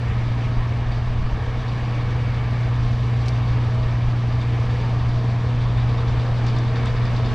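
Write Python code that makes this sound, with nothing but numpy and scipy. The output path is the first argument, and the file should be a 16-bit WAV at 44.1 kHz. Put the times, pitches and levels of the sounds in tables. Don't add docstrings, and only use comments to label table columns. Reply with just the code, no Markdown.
import sys
import numpy as np
from scipy import signal
from scipy.io import wavfile

SR = 44100
rng = np.random.default_rng(int(sys.argv[2]) if len(sys.argv) > 2 else 0)


def persist_wave(psi):
    counts = np.round(np.clip(psi, -1, 1) * 32767).astype(np.int16)
    wavfile.write(sys.argv[1], SR, np.atleast_2d(counts).T)


N = 323694

BLOWER_TURNS_PER_CYCLE = .5117
LINE_UP_CYCLE = .27

# peak t/s, peak level/dB, length/s
PULSES = [(0.472, -18.5, .03), (0.592, -17.5, .034), (0.905, -21, .016), (1.088, -17.5, .026),
          (1.15, -21, .016), (1.205, -15, .034), (1.226, -19, .005), (1.285, -20, .022), (1.334, -17, .018),
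          (1.485, -20, .022), (1.675, -25, .006), (1.925, -26, .005)]
KNOCK_S = 1.226


def from_db(db):
    return 10 ** (np.asarray(db) / 20)


def rms_one(x):
    return x / np.sqrt(np.mean(x ** 2) + 1e-20)


def in_time(rows):
    s, *columns = np.transpose(rows)
    return [np.interp(np.arange(N) / SR, s, c) for c in columns]


def at_hz(points, hz):
    freqs, values = np.array(points).T
    return np.interp(np.log(hz), np.log(freqs), values)


def band_pass(x, low_hz, high_hz, order=2):
    return signal.sosfilt(signal.butter(order, [low_hz, high_hz], "band", fs=SR, output="sos"), x)


def bell(peak_s, length_s):
    return np.exp(-(2 * (np.arange(N) / SR - peak_s) / length_s) ** 2)


def pulse(peak_s, peak_db, length_s):
    u = (2 * (np.arange(N) / SR - peak_s) / max(length_s, .002)) ** 2
    return from_db(peak_db) * (1 - 2 * u) * np.exp(-u)


def drift(rate_hz):
    r = np.exp(-2 * np.pi * rate_hz * 64 / SR)
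    slow = signal.lfilter([1], [1, -2 * r, r * r], rng.standard_normal(N // 64 + 2002))
    slow = slow[2000:]
    return np.interp(np.arange(N) / 64, np.arange(len(slow)), rms_one(slow))


def ring(clicks, hz, t60_s):
    r, w = from_db(-60 / (t60_s * SR)), 2 * np.pi * hz / SR
    return signal.lfilter([0, np.sin(w)], [1, -2 * r * np.cos(w), r * r], clicks + 1e-18)


def banded_noise(spectrum, patchy_db, patch_hz):
    # f/Hz, likeness
    likeness = [(20, 0.11), (60, 0.27), (120, 1), (200, 1), (350, 0.93), (500, 0.93), (2000, 0.83),
                (5000, 0.16), (7500, 0.3), (10000, .9)]
    bottom_hz, top_hz = spectrum[0][0], spectrum[-1][0]
    edges_hz = bottom_hz * 2 ** np.arange(0, np.log2(top_hz / bottom_hz) + .3, 1 / 3)
    out, together, white = 0, drift(patch_hz), rng.standard_normal((2, 2, N))
    for k, (low, high) in enumerate(zip(edges_hz, edges_hz[1:])):
        mid, side = band_pass(white[k % 2], low, high)
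        hz = np.sqrt(low * high)
        alike = np.clip(at_hz(likeness, hz), -1, 1)
        flicker_db = patchy_db * (0.48 * together + drift(patch_hz))
        gain = from_db(at_hz(spectrum, hz) + flicker_db)
        out = out + gain * (np.sqrt(1 + alike) * mid + np.sqrt(1 - alike) * side * [[1], [-1]])
    return out / np.sqrt(np.mean(out.mean(0) ** 2))


def tones(turns, table, waver_db, waver_turns, scatter_cycles):
    out = np.zeros(N)
    for multiple, level_db in table:
        wavering_turns = turns + waver_turns * drift(6.9)
        phase = 2 * np.pi * (multiple * wavering_turns + scatter_cycles * rng.standard_normal())
        out += np.sqrt(2) * from_db(level_db + waver_db * drift(4.14)) * np.cos(phase)
    return out


def hiss():
    # t/s, level/dB
    hiss_level = [(0, -81), (2.5, -77), (5.0, -79.5), (5.6, -83), (7.34, -80)]
    noise = band_pass(rng.standard_normal((2, N)), 11000, 13500)
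    return from_db(in_time(hiss_level)[0]) * rms_one(noise)


def treble_swell():
    noise = rms_one(band_pass(rng.standard_normal(N), 6500, 11500))
    return from_db(-66) * bell(peak_s=3.287, length_s=0.047) * noise


def gusty_breeze():
    # peak t/s, peak level/dB, length/s
    gusts = [(0.1, -37, 0.26), (0.27, -32, 0.087), (0.477, -29, 0.081), (0.598, -28, 0.077),
             (0.885, -28, 0.14), (1.22, -28, 0.5), (1.59, -27, 0.053), (1.74, -34, 0.12), (2.05, -35, 0.21),
             (2.45, -32, 0.12), (2.84, -26, .08), (3.6, -30, 0.072), (3.85, -29, 0.15), (4.072, -27, 0.063),
             (4.3, -34, 0.12), (5.072, -32, 0.14), (5.9, -32.5, 0.99), (6.927, -33, 0.11),
             (7.005, -35, 0.6)]
    # f/Hz, relative density/dB
    buffet = [(6, -3.5), (25, 2), (40, -0.5), (60, -2), (90, -9.5), (150, -20), (260, -30), (400, -47.5)]
    breeze_db, lumps_db, lumps_hz = -38, 4, 14
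    strength = from_db(breeze_db + lumps_db * drift(lumps_hz))
    for s, peak_db, length_s in gusts:
        strength += from_db(peak_db) * bell(s, max(length_s, .02))
    return strength * banded_noise(buffet, patchy_db=1.5, patch_hz=7.2)


def wind_thumps():
    return sum(pulse(*row) for row in PULSES if row[0] != KNOCK_S)


def right_flutter():
    # peak t/s, peak level/dB, length/s
    flutters = [(5.7, -48, .3), (6.05, -32, 0.084), (6.2, -32, 0.17), (7.0, -37, .12), (7.22, -29.5, 0.27)]
    swell = sum(from_db(peak_db) * bell(s, max(length_s, .02)) for s, peak_db, length_s in flutters)
    noise = rms_one(band_pass(rng.standard_normal(N), 50, 260))
    return swell * noise * [[0], [1]]


def wind():
    return wind_thumps() + right_flutter() + gusty_breeze()


def tick():
    # t/s, click level/dB, fade/s
    touches = [(3.258, -29, .006), (3.2645, -34, .012), (3.2805, -29, .002), (3.2831, -15, .003),
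               (3.2893, -20, .0025)]
    # f/Hz, relative level/dB, t60/s
    modes = [(2500, -8, .0015), (3700, -3, .0012), (4800, 0, .0012), (5800, -3.5, .0012), (7200, -11, .001)]
    edge_db = -46
    t, crackle = np.arange(N) / SR, np.zeros(N)
    grit = rng.choice([-1, 1], N) * (rng.random(N) < .3) * .45
    for s, level_db, fade_s in touches:
        crackle += from_db(level_db) * (t > s) * np.exp(-np.abs(t - s) / fade_s) * grit
        crackle[int(s * SR)] += from_db(level_db)
    body = np.zeros(N)
    for k, (hz, level_db, t60_s) in enumerate(modes):
        body += from_db(level_db) * ring(crackle, hz, t60_s) * (-1) ** k
    body = band_pass(body, 2000, 7500)
    return body + from_db(edge_db) * np.diff(crackle, prepend=0)


def patter():
    # t/s, level/dB
    grain_level = [(0, -36), (5, -33), (6.3, -27), (7.34, -27)]
    grains_per_s, uneven_db = 70, 3.0
    hits = rng.random(N) < grains_per_s / SR
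    grains = hits * from_db(in_time(grain_level)[0] + uneven_db * rng.standard_normal(N))
    return band_pass(grains + 1e-18, 3300, 5200)


def rattle(blower_turns, spray_db):
    # t/s, burst level/dB, crack level/dB, crack top f/Hz, upper modes re lower/dB
    bursts = [(0.918, -32, -40, 5000, 0), (1.68, -34, -42, 5000, 2), (2.9921, -38, -40, 5000, 0),
              (3.8267, -38, -40, 5000, 0), (4.3221, -38, -40, 5000, 0), (4.4134, -36, -40, 6000, 0),
              (5.605, -34, -46, 4200, -8), (5.69, -37, -46, 4200, -8), (5.7723, -35, -44, 4200, -8),
              (5.797, -36, -46, 5000, -1), (5.888, -32, -38, 4200, -8), (5.98, -33, -44, 4200, -8),
              (6.0801, -33, -42, 5000, 0), (6.193, -35, -42, 4500, -5), (6.372, -36, -44, 5000, -2),
              (6.4662, -34, -30, 6500, 3), (6.483, -38, -34, 5200, 2), (6.5625, -31, -40, 4500, -4),
              (6.586, -40, -31, 6500, 3), (6.7575, -39, -36, 5200, 7), (6.8568, -32, -32.5, 8200, -3),
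              (6.871, -40, -36, 6200, 2), (6.9636, -34, -38, 5000, -2), (7.053, -38, -40, 5000, 4),
              (7.1636, -37, -31, 5500, 6), (7.258, -38, -38, 5500, 4)]
    # f/Hz, relative level/dB, t60/s
    steel = [(2540, -10, 0.016), (3380, -6, 0.011), (3570, 0, 0.016), (3820, -5.5, 0.02), (4250, -9, 0.013),
             (4640, -3.5, 0.014), (4800, -6, 0.012), (5200, -9.5, 0.0088), (5600, -11, 0.0081),
             (7100, -13.5, 0.0079)]
    chatter_db, follows_spray, chatter_waver_db = -58.5, 0.83, 2.0
    drive_db, fade_s, crack_fade_s = -17, 0.021, .0022
    upper_hz, touches_per_s = 4000, 4000
    t = np.arange(SR // 5) / SR
    chatter_db = chatter_db + follows_spray * (spray_db - spray_db.mean()) + chatter_waver_db * drift(3.9)
    lower = from_db(chatter_db) * np.exp(-((blower_turns + 0.22) % 1) / 0.37)
    upper, cracks = lower.copy(), np.zeros(N)
    for s, level_db, crack_db, top_hz, upper_db in bursts:
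        i = int(s * SR)
        crack = from_db(crack_db) * np.exp(-t / crack_fade_s) * rng.choice([-1, 1], len(t))
        cracks[i:i + len(t)] += band_pass(crack + 1e-18, 3200, top_hz, order=3)[:N - i]
        fade = (from_db(level_db + drive_db) * np.exp(-t / fade_s))[:N - i]
        lower[i:i + len(t)] += fade
        upper[i:i + len(t)] += from_db(upper_db) * fade
    touches = rng.choice([-1, 1], N) * (rng.random(N) < touches_per_s / SR)
    clatter = np.zeros(N)
    for hz, level_db, t60_s in steel:
        drive = upper if hz > upper_hz else lower
        clatter += from_db(level_db) * ring(drive * touches * rng.standard_normal(N), hz, t60_s)
    cracks = signal.sosfilt(signal.butter(8, 8400, fs=SR, output="sos"), cracks + 1e-18)
    return cracks + signal.sosfilt(signal.butter(2, 6500, fs=SR, output="sos"), clatter)


def snow_spray(spray_db):
    # f/Hz, relative density/dB
    spectrum = [(1530, -23), (2600, -5), (4210, -7.5), (5690, -16), (6140, -14), (7980, -39), (13500, -120)]
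    return from_db(spray_db) * banded_noise(spectrum, patchy_db=1.18, patch_hz=17)


def rumble():
    # f/Hz, relative density/dB
    spectrum = [(24, -7), (40, -0.5), (65, 3.5), (100, 0), (140, -13), (190, -24.5)]
    return from_db(-30.5) * banded_noise(spectrum, patchy_db=1.5, patch_hz=4.4).mean(0)


def hollow(x):
    # f/Hz, width/Hz, gain at full depth/dB
    dips = [(380, 36, -7), (1438, 220, -4.5), (1670, 130, 2), (2032, 120, -9), (2170, 180, 4)]
    # t/s, share 0-1
    depth_curve = [(0, 0.9), (1.0, 0.86), (1.6, 1), (2.2, 0.55), (2.8, 0.95), (3.6, 0.8), (4.6, 0.8),
                   (5.5, 0.6), (6.4, 0.5), (7.34, 0.6)]
    depth = np.clip(in_time(depth_curve)[0], 0, 1)
    for hz, width_hz, gain_db in dips:
        r, c = np.exp(-np.pi * width_hz / SR), np.cos(2 * np.pi * hz / SR)
        band = signal.lfilter((1 - r * r) / 2 * np.array([1, 0, -1]), [1, -2 * r * c, r * r], x)
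        x = x + depth * (from_db(gain_db) - 1) * band
    return x


def machine_roar(cycles, roar_db, rush_db):
    # f/Hz, relative density/dB
    spectrum = [(76, -25), (130, -12), (149, -19), (172, -31.5), (231, -22.5), (390, -28), (464, -21.5),
                (560, -28.5), (658, -25.5), (1100, -27), (1410, -30.5), (1660, -29), (2000, -37),
                (2290, -32), (3200, -49), (4160, -73.5), (7040, -120)]
    firing = 1 + .06 * np.cos(2 * np.pi * 3.0 * cycles)
    roar = from_db(roar_db) * firing * hollow(banded_noise(spectrum, patchy_db=0.9, patch_hz=7.5))
    rush = signal.sosfilt(signal.butter(2, 1400, "high", fs=SR, output="sos"), roar)
    return roar + (from_db(rush_db - rush_db.mean()) - 1) * rush


def engine_knock():
    return sum(pulse(*row) for row in PULSES if row[0] == KNOCK_S)


def surges(cycles):
    # engine-cycle multiple (groups rows; rounded for pitch), peak t/s, peak level/dB rms, length/s
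    surge_rows = [(14.97, .3, -44.5, .5), (15.05, 1.25, -49.5, .25), (14.97, 2.85, -43.5, 0.21),
                  (15.01, 1.9, -46.5, .6), (15, 3.5, -42, .35), (15, 4.1, -46.5, .3),
                  (15.04, 4.6, -43.5, 0.44), (15.04, 5.1, -43.5, 0.44), (15, 5.89, -44.5, .5),
                  (15, 6.6, -45.5, .3), (15, 6.4, -45.5, .3), (24, 2.02, -45, 0.43), (24, 2.74, -49, .3),
                  (24, 4.75, -45, 0.33), (24, 5.5, -47, .3), (24, 6.0, -49, .4), (24, 7.0, -48, 0.55),
                  (25.05, 1.5, -47.5, 0.27), (25, 2.15, -46.5, .45), (25, 3.7, -52, .4),
                  (25.05, 4.75, -45, 0.35), (25.03, 5.5, -47.5, .3), (24.96, 6.2, -49, .8),
                  (25, 7.0, -44.5, .3), (56, 0.62, -48.5, .6), (56, 1.3, -51.5, .5), (56, 2.0, -50, 1.2),
                  (56, 3.5, -50.5, 1.4), (56, 5.8, -50, .7), (56, 6.6, -50, .9), (56, 7.3, -47, .5),
                  (113, 2.2, -50.5, 1.1), (112.7, 3.4, -53, 0.59), (111.4, 6.0, -55.5, .3),
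                  (111.4, 6.88, -53, .6)]
    out = np.zeros(N)
    for multiple in sorted({row[0] for row in surge_rows}):
        swell = sum(from_db(level_db) * bell(s, max(length_s, .1))
                    for k, s, level_db, length_s in surge_rows if k == multiple)
        out += swell * tones(cycles - LINE_UP_CYCLE, [(round(multiple), 0)],
                             waver_db=1.0, waver_turns=.0005, scatter_cycles=.12)
    return out


def drone():
    # t/s, boom f/Hz, boom level/dB rms
    exhaust = [(0.0, 118.35, -21.9), (0.45, 118.4, -21.8), (0.9, 119.02, -23.1), (1.5, 119.79, -25.5),
               (1.8, 119.87, -24.4), (2.4, 119.73, -21.3), (3.0, 119.42, -20.8), (3.5, 119.15, -20.4),
               (4.2, 119.23, -20.9), (4.6, 119.48, -20.5), (5.4, 119.6, -20.0), (6.2, 119.59, -20.2),
               (6.8, 119.8, -20.7), (7.34, 119.88, -21.1)]
    # engine-cycle multiple, level/dB rms
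    engine_tones = [(3, -37), (5, -47.5), (7, -56.5), (8, -59.5), (10, -57.5), (11, -54), (13, -55.5),
                    (16, -57), (17, -54.5), (18, -56.5), (19, -58), (20, -60.5), (22, -56.5), (26, -61),
                    (28, -63), (31, -63), (33, -55), (35, -56), (37, -62), (38, -61), (39, -57),
                    (40, -60.5), (46, -59.5), (47, -63), (51, -57.5), (60, -64.5)]
    # engine-cycle multiple, level/dB rms
    firing_tones = [(9, -44), (12, -42.5), (14, -52)]
    # blower-shaft multiple, level/dB rms
    blower_tones = [(9, -42), (15, -59.5), (20, -54.5), (21, -47.5), (23, -61.5), (24, -59), (30, -58),
                    (42, -59), (63, -52.5), (96, -62), (100, -61), (105, -56.5), (115, -56.5), (126, -56),
                    (230, -63.5)]
    # t/s, level/dB rms
    hum_swell = [(0.1, -46), (0.5, -61), (1.2, -65), (1.45, -42.5), (2.0, -59.5), (2.3, -45.5),
                 (2.75, -55.5), (3.2, -45.5), (3.5, -62), (3.77, -46), (4.07, -59), (4.55, -44.5),
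                 (5.0, -62), (5.22, -41), (5.6, -60), (6.03, -41), (6.5, -51), (6.75, -38.5), (7.05, -49),
                 (7.34, -46)]
    boom_order, hum_order = 6, 23
    boom_hz, boom_db = in_time(exhaust)
    cycles = np.cumsum(boom_hz) / SR / boom_order
    boom_gain = np.sqrt(2) * from_db(boom_db + 0.36 * drift(4.4))
    boom = boom_gain * np.sin(2 * np.pi * boom_order * cycles)
    lined_up, blower_turns = cycles - LINE_UP_CYCLE, cycles * BLOWER_TURNS_PER_CYCLE
    whine = tones(lined_up, engine_tones, waver_db=3.0, waver_turns=.0007, scatter_cycles=.12)
    whine += tones(lined_up, firing_tones, waver_db=1.2, waver_turns=.0005, scatter_cycles=.12)
    whine += tones(blower_turns, blower_tones, waver_db=4.0, waver_turns=.0006, scatter_cycles=1)
    whine *= from_db(0.99 * (boom_db - boom_db.mean()))
    hum = tones(cycles, [(hum_order, 0)], waver_db=0.5, waver_turns=0.00064, scatter_cycles=0.9)
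    whine += from_db(in_time(hum_swell)[0]) * hum
    return boom, whine + surges(cycles), cycles


def scene():
    # t/s, roar/dB, rush above 1.4 kHz/dB (about its mean), spray/dB
    tractor = [(0.0, -34, -3, -47), (0.9, -34, -4, -48), (1.4, -34.5, -9, -47.5), (1.8, -33, -5.5, -46.5),
               (2.3, -33, -3.5, -47), (2.9, -35, -4.5, -46), (3.6, -33.5, -7, -46), (4.2, -34.5, -4.5, -47),
               (4.7, -33, -4.5, -46), (5.15, -34, -9, -46), (5.6, -33.5, -5, -47),
               (6.2, -32.5, -7.5, -45.5), (6.9, -32.5, -3.5, -45.5), (7.34, -32, -7.5, -44)]
    roar_db, rush_db, spray_db = in_time(tractor)
    boom, whine, cycles = drone()
    roar = machine_roar(cycles, roar_db, rush_db)
    left_of_centre = whine + patter() + rattle(cycles * BLOWER_TURNS_PER_CYCLE, spray_db)
    machine = boom + rumble() + left_of_centre * from_db([[1.5], [-1.5]]) + roar + snow_spray(spray_db)
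    return machine + engine_knock() + wind() + tick() + treble_swell()


def record(dry):
    opens_s, opening_s, open_db, cutoff_hz = 4.9, 1.2, -3.5, 15600
    since_s = np.maximum(np.arange(N) / SR - opens_s, 0)
    width = from_db(open_db) * (1 - np.exp(-since_s / opening_s)) ** 1.55
    mid = (dry[0] + dry[1]) / 2
    side = (dry[0] - dry[1]) / 2 * width
    out = np.array([mid + side, mid - side]) + hiss()
    return signal.sosfilt(signal.cheby2(12, 70, cutoff_hz, fs=SR, output="sos"), out)


dry = scene()
out = record(dry)
persist_wave(out)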